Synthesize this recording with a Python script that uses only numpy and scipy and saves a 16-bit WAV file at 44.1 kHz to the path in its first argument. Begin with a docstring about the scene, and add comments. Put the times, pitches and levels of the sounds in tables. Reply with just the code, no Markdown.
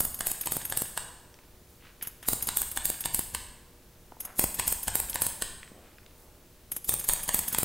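"""Scissors over a comb

A barber snips hair in four quick runs, close to the microphone in a quiet room. Blades squeak open as
slips ring the steel, crunch through hair as random grains swell, and clack shut on noise-struck modes.
Each snip has a clear echo 47 ms later and a boxy repeat after 0.2 s, as from a small loudspeaker.
Comb and fingers rustle and tap faintly as filtered noise and clicks, over a sine-wave mains hum and soft hiss."""
import sys
import numpy as np
from scipy import signal
from scipy.fft import rfft, irfft
from scipy.io import wavfile

SR = 44100
rng = np.random.default_rng(int(sys.argv[2]) if len(sys.argv) > 2 else 0)


def transcribe(signal):
    """Save signal, clipped to [-1, 1], as a 16-bit WAV file at the path in sys.argv[1]."""
    frames = np.atleast_2d(signal).T
    limited = np.clip(frames, -1, 1)
    pcm = np.round(limited * 32767).astype(np.int16)
    wavfile.write(sys.argv[1], SR, pcm)


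N = 336924  # length [samples]
SHORT = np.arange(2048) / SR  # time axis of one short sound [s]

# Mains harmonics: (frequency [Hz], rms level [dB])
HUM_HARMONICS = [(60, -73), (240, -79), (360, -71.5), (480, -72.5), (600, -76)]
# Colour of ventilation rumble and microphone hiss: (frequency [Hz], relative density [dB per Hz])
AIR_COLOUR = [(20, 6.5), (60, 6), (130, 1), (300, -4), (700, -11), (2000, -17.5), (7000, -20), (13500, -19),
              (15500, -17.5)]
# Colour of the soft hiss that widens the stereo: (frequency [Hz], relative density [dB per Hz])
SIDE_HISS_COLOUR = [(18, -33), (30, -1), (320, -11), (698, -14.5), (15000, -18)]
# Slight stereo width of the sound by frequency: (frequency [Hz], side gain relative to mid [dB])
STEREO_WIDTH = [(30, -21), (120, -33.5), (1400, -37.5), (3000, -56), (5500, -27), (8500, -71), (15000, -43)]
# Reverberation by band: (frequency [Hz], gain [dB], decay time t60 [s])
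ROOM_BANDS = [(35, 10.5, 1.0), (98, 4, 0.98), (285, -2, 1), (1000, -0.5, 1), (3000, 0, 0.79),
              (7530, 3, 0.69), (10900, -4.5, 0.6), (16000, -2, 0.54)]
# Colour of the early echo: (frequency [Hz], gain [dB])
ECHO_COLOUR = [(60, 2.5), (250, 1), (1000, 1.5), (3500, -4.5), (7500, -1.5), (8500, -3.5), (11000, -2.5),
               (12300, -4), (14700, -3)]
# Colour of the boxy loudspeaker repeat: (frequency [Hz], gain [dB])
SPEAKER_COLOUR = [(60, 6), (250, 1), (620, 7.5), (800, 9.5), (940, 13), (1350, 3.5), (1550, 12), (1700, 15),
                  (2200, 6), (3150, 7), (5800, -1.5), (8400, -2.5), (9800, -8), (13300, -11.5),
                  (14600, -11.5)]
# Light contacts of comb, rings and fingers; the one at 1.389 s answers the tap just before it: (time [s], level
# [dB], centre frequency [Hz])
LIGHT_TAPS = [(1.342, -53.5, 3000), (1.389, -53, 1570), (2.012, -45.5, 1810), (3.04, -36.5, 2970),
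              (4.121, -43, 490), (5.131, -37.5, 3440), (5.631, -42, 1430), (5.717, -43, 176),
              (5.984, -50.5, 1490), (6.063, -52, 3000)]
# Comb strokes through hair: (time of the middle [s], length [s], level [dB], centre frequency [Hz])
COMB_STROKES = [(1.72, .2, -65, 13000), (1.858, 0.15, -57.5, 1750), (2.039, .078, -50, 1890),
                (2.253, 0.077, -52.5, 1740), (4.283, .18, -53, 1030), (5.799, .35, -61, 457),
                (5.87, 0.32, -65.5, 1600), (6.198, .8, -67.5, 544), (6.2, .2, -62, 13000)]
# Blades opening: (time of the loudest moment [s], scrape level [dB])
BLADE_OPENINGS = [(0.1439, -21.5), (0.412, -16.5), (0.6517, -18), (2.026, -19), (2.4251, -14.5),
                  (2.7152, -21.5), (3.0073, -18.5), (4.205, -20.5), (4.5436, -19.5), (4.8308, -19),
                  (5.0976, -18), (6.7186, -16.5), (6.845, -23.5), (6.995, -18.5), (7.233, -19),
                  (7.4812, -14.5)]
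# Steel edges sliding on each other: (frequency [Hz], bandwidth [Hz], relative level [dB])
EDGE_MODES = [(3620, 1280, -12), (4960, 420, -10), (6540, 76, 0.5), (8800, 240, -6.5), (10100, 220, -3),
              (11950, 930, -0.5), (11460, 500, 8), (12200, 240, 2), (15100, 670, 0)]
# Squeaks as the crossing point runs along the blades:
# (start frequency [Hz], end frequency [Hz], relative level [dB])
SQUEAK_GLIDES = [(11000, 12250, -3), (10300, 9300, -7)]
# Colour of parting hair, also of the opening hiss: (frequency [Hz], relative gain [dB])
CRUNCH_COLOUR = [(200, 8.5), (1000, -8.5), (2200, -10.5), (3700, -0.5), (5600, -4.5), (7000, 6.5),
                 (10000, 7), (12000, 18.5), (13800, -9), (15300, -0.5)]
# Colour of the first hard contact: (frequency [Hz], relative gain [dB])
CRACK_COLOUR = [(60, -17.5), (250, -8), (900, -7.5), (2300, -13.5), (4000, -6), (5200, -6.5), (5800, -13.5),
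                (7000, -3), (9000, 1.5), (12000, 0), (15000, 3)]
# Steel blades struck shut: (multiple of the main ring [ratio], bandwidth [Hz], relative level [dB])
STRUCK_MODES = [(.43, 1280, -21.5), (0.883, 420, -18), (1.002, 247, 6), (1.16, 412, -1), (1.30, 404, 1),
                (1.365, 407, -4.5), (1.555, 550, 0.5), (1.70, 466, 3), (1.77, 550, -8)]
# Cuts, four to a run:
# (time of the stop [s], clack level [dB], handle thump level [dB], thump level fed to the echo [dB])
CUTS = [(0.0054, -20, -31, -47), (0.269, -21, -36, -51), (0.521, -22, -37.5, -32.5),
        (0.7732, -21, -37.5, -30.5), (2.2863, -19.5, -31, -30.5), (2.5709, -19, -45, -45),
        (2.8546, -20, -50, -32), (3.146, -20, -42, -31.5), (4.3942, -17.5, -28, -23),
        (4.6784, -19, -61, -36.5), (4.9546, -20, -31.5, -34), (5.2196, -19.5, -31, -31.5),
        (6.8931, -19, -35, -46), (7.0885, -18, -54, -49), (7.3446, -18.5, -32.5, -42),
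        (7.5852, -19.5, -31, -26.5)]

AIR_DB, SIDE_HISS_DB = -55, -69  # rms levels
ECHO_S, SPEAKER_S = .04662, .2024  # delays
CABINET_S = 0.0017  # decay of the smear on the boxy repeat
OPENING_ECHO_DB, HANDLING_ECHO_DB = 1.5, -7  # sends to the echo
TOP_HZ = 15750  # top of the recorder's band
PAUSE_S = .6  # a longer gap between cuts starts a new run
FLICKS_PER_S, FLICK_DB, FLICK_SPREAD_DB, FLICK_HZ = 10, -46.5, 2, 2010  # comb teeth flicking free
# Strands snapping free, relative to the hiss of a stroke
STRANDS_PER_S, STRAND_DB, STRAND_SPREAD_DB = 170, 25.5, 1.5
RING_HZ, FIRST_RING_HZ = 8470, 8700  # main ring of the blades; higher on the first cut of a run
# The first cut of a run slides slowly into the hair; the lead counts from the middle of the slide
SLIDE_S, SLIDE_LEAD_S, SLIDE_DB, SLIDE_HZ = .07, .018, -49, 12100
# Hair crunch relative to the clack; each further cut of a run finds less hair left
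CRUNCH_DB, CRUNCH_STEP_DB = -5.5, -1.03


def undb(db):
    """Decibels to gain."""
    return 10 ** (np.asarray(db) / 20)


def level(x, db, seconds):
    """Scale x to an rms level, counting its energy over so many seconds."""
    return x * undb(db) / np.sqrt(np.sum(x ** 2) / (seconds * SR) + 1e-18)


def unit(x):
    """Scale x to unit energy."""
    return x / np.sqrt(np.sum(x ** 2) + 1e-18)


def add(track, s, x):
    """Mix x into the track from time s, trimming whatever falls outside."""
    start = int(round(s * SR))
    x, start = x[max(-start, 0):], max(start, 0)
    track[start:start + len(x)] += x[:max(len(track) - start, 0)]


def through(x, response):
    """Play x through an impulse response."""
    return signal.fftconvolve(x, response)[:len(x)]


def along(f, hz, values):
    """Join points on a log-frequency axis."""
    return np.interp(np.log(f + 1), np.log(hz), values)


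def colour(points, size=2048):
    """Minimum-phase impulse response with the given gains, so that no sound comes early."""
    gain_db = along(np.fft.rfftfreq(size, 1 / SR), *np.transpose(points))
    cepstrum = irfft(np.log(undb(gain_db)))
    # folding the cepstrum forward makes the response causal
    cepstrum[1:size // 2] *= 2
    cepstrum[size // 2 + 1:] = 0
    return irfft(np.exp(rfft(cepstrum)))


def band(x, hz, octaves):
    """Second-order band-pass around hz."""
    edges = np.clip(hz * 2 ** (np.array([-octaves, octaves]) / 2), 10, .47 * SR)
    return signal.sosfilt(signal.butter(2, edges, "band", fs=SR, output="sos"), x)


def steady(points, db):
    """Even noise with the given colour and rms level."""
    gain = undb(along(np.fft.rfftfreq(N, 1 / SR), *np.transpose(points)))
    return level(irfft(rfft(rng.standard_normal(N)) * gain, N), db, N / SR)


def grains(per_s, spread_db):
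    """Random tiny slips of uneven size and either sign."""
    n = len(SHORT)
    hits = rng.random(n) < per_s / SR
    return hits * rng.choice([-1, 1], n) * undb(spread_db * rng.standard_normal(n))


def chatter(envelope, count=6):
    """A burst of tiny blows under an envelope, exciting all frequencies nearly evenly."""
    blows = grains(7400, 2.5) * envelope
    for _ in range(count):
        flat = irfft(np.exp(1j * np.angle(rfft(blows))))
        blows = flat * np.sqrt(envelope)
    return blows


def ring(modes, scatter_db):
    """Decaying steel modes; the contact point changes their balance a little every time."""
    hz, width, db = np.transpose(modes)[:, :, None]
    waves = np.sin(2 * np.pi * hz * SHORT) * np.exp(-np.pi * width * SHORT)
    sign = (-1) ** np.arange(len(modes))[:, None]
    gain = undb(db + scatter_db * rng.standard_normal(db.shape))
    return np.sum(sign * gain * width * waves, axis=0)


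def runs():
    """Group the cuts into runs, parted by pauses."""
    cuts = np.array(CUTS)
    return np.split(cuts, np.flatnonzero(np.diff(cuts[:, 0]) > PAUSE_S) + 1)


def hum():
    """Mains harmonics as steady sines, each starting at a random phase."""
    t = np.arange(N) / SR
    return sum(np.sqrt(2) * undb(db) * np.sin(2 * np.pi * (hz * t + rng.random()))
               for hz, db in HUM_HARMONICS)


def air():
    """Ventilation rumble and microphone hiss: one bed of coloured noise."""
    return steady(AIR_COLOUR, AIR_DB)


def room(size=32768):
    """Diffuse noise tails, one for each band of the room, each with its own decay."""
    t, f = np.arange(size) / SR, np.fft.rfftfreq(size, 1 / SR)
    hz, db, t60 = np.transpose(ROOM_BANDS)
    shares = np.array([along(f, hz, one) for one in np.eye(len(hz))])
    bands = irfft(rfft(rng.standard_normal(size)) * shares)
    rate = np.log(1000) / t60[:, None]
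    # the square root gives each tail equal energy before its gain
    gain = np.sqrt(2 * rate / SR) * undb(db[:, None])
    return np.sum(bands * np.exp(-rate * t) * gain, axis=0)


def reverberate(x, size=11000):
    """The hands keep moving, so every quarter second meets a new pattern of reflections."""
    out = np.zeros(N)
    for i in range(0, N, size):
        add(out, i / SR, signal.fftconvolve(x[i:i + size], room()))
    return out


def cabinet(x):
    """Smear clicks over a few milliseconds, as a small box does."""
    return through(x, unit(chatter(np.exp(-SHORT / CABINET_S), count=12)))


def tap(db, hz, tap_s=0.0018, tap_noise=0.22):
    """One dry, light contact: a click and a short noise decay through a band-pass."""
    contact = (SHORT == 0) + tap_noise * rng.standard_normal(len(SHORT)) * np.exp(-SHORT / tap_s)
    return level(band(contact, hz, octaves=1.76), db, 0.0042)


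def rustle(length_s, db, hz):
    """Hair drawn past an edge: a swell of hiss with single strands snapping free."""
    n = int(length_s * SR)
    snaps = rng.random(n) < STRANDS_PER_S / SR
    strands = snaps * undb(STRAND_DB + STRAND_SPREAD_DB * rng.standard_normal(n))
    hairs = (rng.standard_normal(n) + strands) * np.hanning(n)
    return level(band(hairs, hz, octaves=1.66), db, length_s / 2)


def handling():
    """Taps and comb strokes; while the scissors work, teeth of the comb flick at random."""
    out = np.zeros(N)
    for s, db, hz in LIGHT_TAPS:
        add(out, s, tap(db, hz))
    for s, length_s, db, hz in COMB_STROKES:
        add(out, s - length_s / 2, rustle(length_s, db, hz))
    t = np.arange(N) / SR
    cutting = sum((t > run[0, 0]) & (t < run[-1, 0]) for run in runs())
    hits = cutting * (rng.random(N) < FLICKS_PER_S / SR)
    flicks = hits * undb(FLICK_SPREAD_DB * rng.standard_normal(N))
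    return out + through(flicks, tap(FLICK_DB, FLICK_HZ))


def squeak(t, glide_s=0.00518, flutter_hz=1300, detune=0.0148):
    """Thin, unsteady whistles that glide apart, a little different on every stroke."""
    travel = .5 + .5 * np.tanh((t - .003) / glide_s)
    out = 0
    for start_hz, end_hz, db in SQUEAK_GLIDES:
        hz = start_hz + (end_hz - start_hz) * travel + flutter_hz * rng.standard_normal(len(t))
        cycles = np.cumsum(hz) * (1 + detune * rng.standard_normal()) / SR
        out = out + undb(db) * np.sin(2 * np.pi * cycles)
    return out


def openings(rise_s=0.0021, fall_s=0.0096, lead_s=.008, hiss_db=-7, squeak_db=-4):
    """Edge slides on edge in tiny slips that ring the blades."""
    out = np.zeros(N)
    t = SHORT - lead_s
    pressure = np.exp(np.minimum(t / rise_s, -t / fall_s))
    for s, db in BLADE_OPENINGS:
        slips = chatter(pressure, count=2)
        steel = unit(through(slips, ring(EDGE_MODES, scatter_db=1.0)))
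        hiss = undb(hiss_db) * unit(through(slips, colour(CRUNCH_COLOUR)))
        whistle = undb(squeak_db) * unit(squeak(t) * pressure)
        add(out, s - lead_s, level(steel + hiss + whistle, db, 0.00064))
    return out


def thump(push_s=0.00018, rebound_s=0.0019, rebound=0.81):
    """The finger rings meet on their bumper: a short push and a slower rebound."""
    push, back = (SHORT / s ** 2 * np.exp(-SHORT / s) for s in (push_s, rebound_s))
    return push - rebound * back


def crunch(rise_s=0.0072, lead_s=.03, stop_s=0.00084):
    """Hairs part one after another, ever louder until the blades are shut."""
    t = SHORT - lead_s
    swell = np.exp(np.minimum(t / rise_s, -t / stop_s))
    return through(grains(7000, 4.3) * swell, colour(CRUNCH_COLOUR)), lead_s


def clack(ring_hz, chatter_s=0.00345, chatter_db=-11, crack_db=-1.0):
    """The blades hit their stop and chatter for a few milliseconds."""
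    blows = level(chatter(np.exp(-(SHORT / chatter_s) ** 2)), 0, 1 / SR)
    modes = np.array(STRUCK_MODES) * [ring_hz, 1, 1]
    steel = unit(through(blows, ring(modes, scatter_db=2.0)))
    # the first contact is a sharp crack of its own
    crack = through((SHORT == 0) + undb(chatter_db) * blows, colour(CRACK_COLOUR))
    return steel + undb(crack_db) * unit(crack)


def closings():
    """Crunch and clack of every cut; the dull thumps of the handles, near and as echoed."""
    cuts, thumps, echoed_thumps = np.zeros((3, N))
    for run in runs():
        add(cuts, run[0, 0] - SLIDE_LEAD_S - SLIDE_S / 2, rustle(SLIDE_S, SLIDE_DB, SLIDE_HZ))
        for place, (s, clack_db, thump_db, echo_db) in enumerate(run):
            hair, lead_s = crunch()
            hair_db = clack_db + CRUNCH_DB + CRUNCH_STEP_DB * place
            ring_hz = RING_HZ if place else FIRST_RING_HZ
            add(cuts, s - lead_s, level(hair, hair_db, 0.0047))
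            add(cuts, s, level(clack(ring_hz), clack_db, 0.0057))
            add(thumps, s, level(-thump(), thump_db, 0.0074))
            echoed = -thump(push_s=0.00026, rebound_s=0.0015, rebound=1.0)
            add(echoed_thumps, s, level(echoed, echo_db, 0.0031))
    return cuts, thumps, echoed_thumps


def scene(speaker_room_db=-2.5, handling_room_db=-7, scrape_room_db=-7, thump_room_db=-3,
          scrape_speaker_db=-7):
    """Scissors, their two repeats and the room, almost mono."""
    (cuts, thumps, echoed_thumps), scrapes, small = closings(), openings(), handling()
    echo, speaker = np.zeros((2, N))
    echoed = cuts + echoed_thumps + undb(OPENING_ECHO_DB) * scrapes + undb(HANDLING_ECHO_DB) * small
    add(echo, ECHO_S, through(echoed, colour(ECHO_COLOUR)))
    repeated = cuts + undb(scrape_speaker_db) * scrapes
    add(speaker, SPEAKER_S, through(repeated, colour(SPEAKER_COLOUR)))
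    into_room = cuts + undb(thump_room_db) * thumps + undb(scrape_room_db) * scrapes
    into_room = into_room + undb(speaker_room_db) * speaker + undb(handling_room_db) * small
    close = cuts + thumps + scrapes + small
    mid = close + echo + cabinet(speaker) + reverberate(into_room) + air() + hum()
    # almost mono: a faint quarter-turned copy and a soft independent hiss give slight width
    width = undb(along(np.fft.rfftfreq(N, 1 / SR), *np.transpose(STEREO_WIDTH)))
    side = irfft(1j * width * rfft(mid), N) + steady(SIDE_HISS_COLOUR, SIDE_HISS_DB)
    return np.array([mid + side, mid - side])


def record(dry):
    """The recorder cuts the highest treble with a steep low-pass."""
    return signal.sosfilt(signal.ellip(10, .2, 70, TOP_HZ, fs=SR, output="sos"), dry)


dry = scene()
out = record(dry)
transcribe(out)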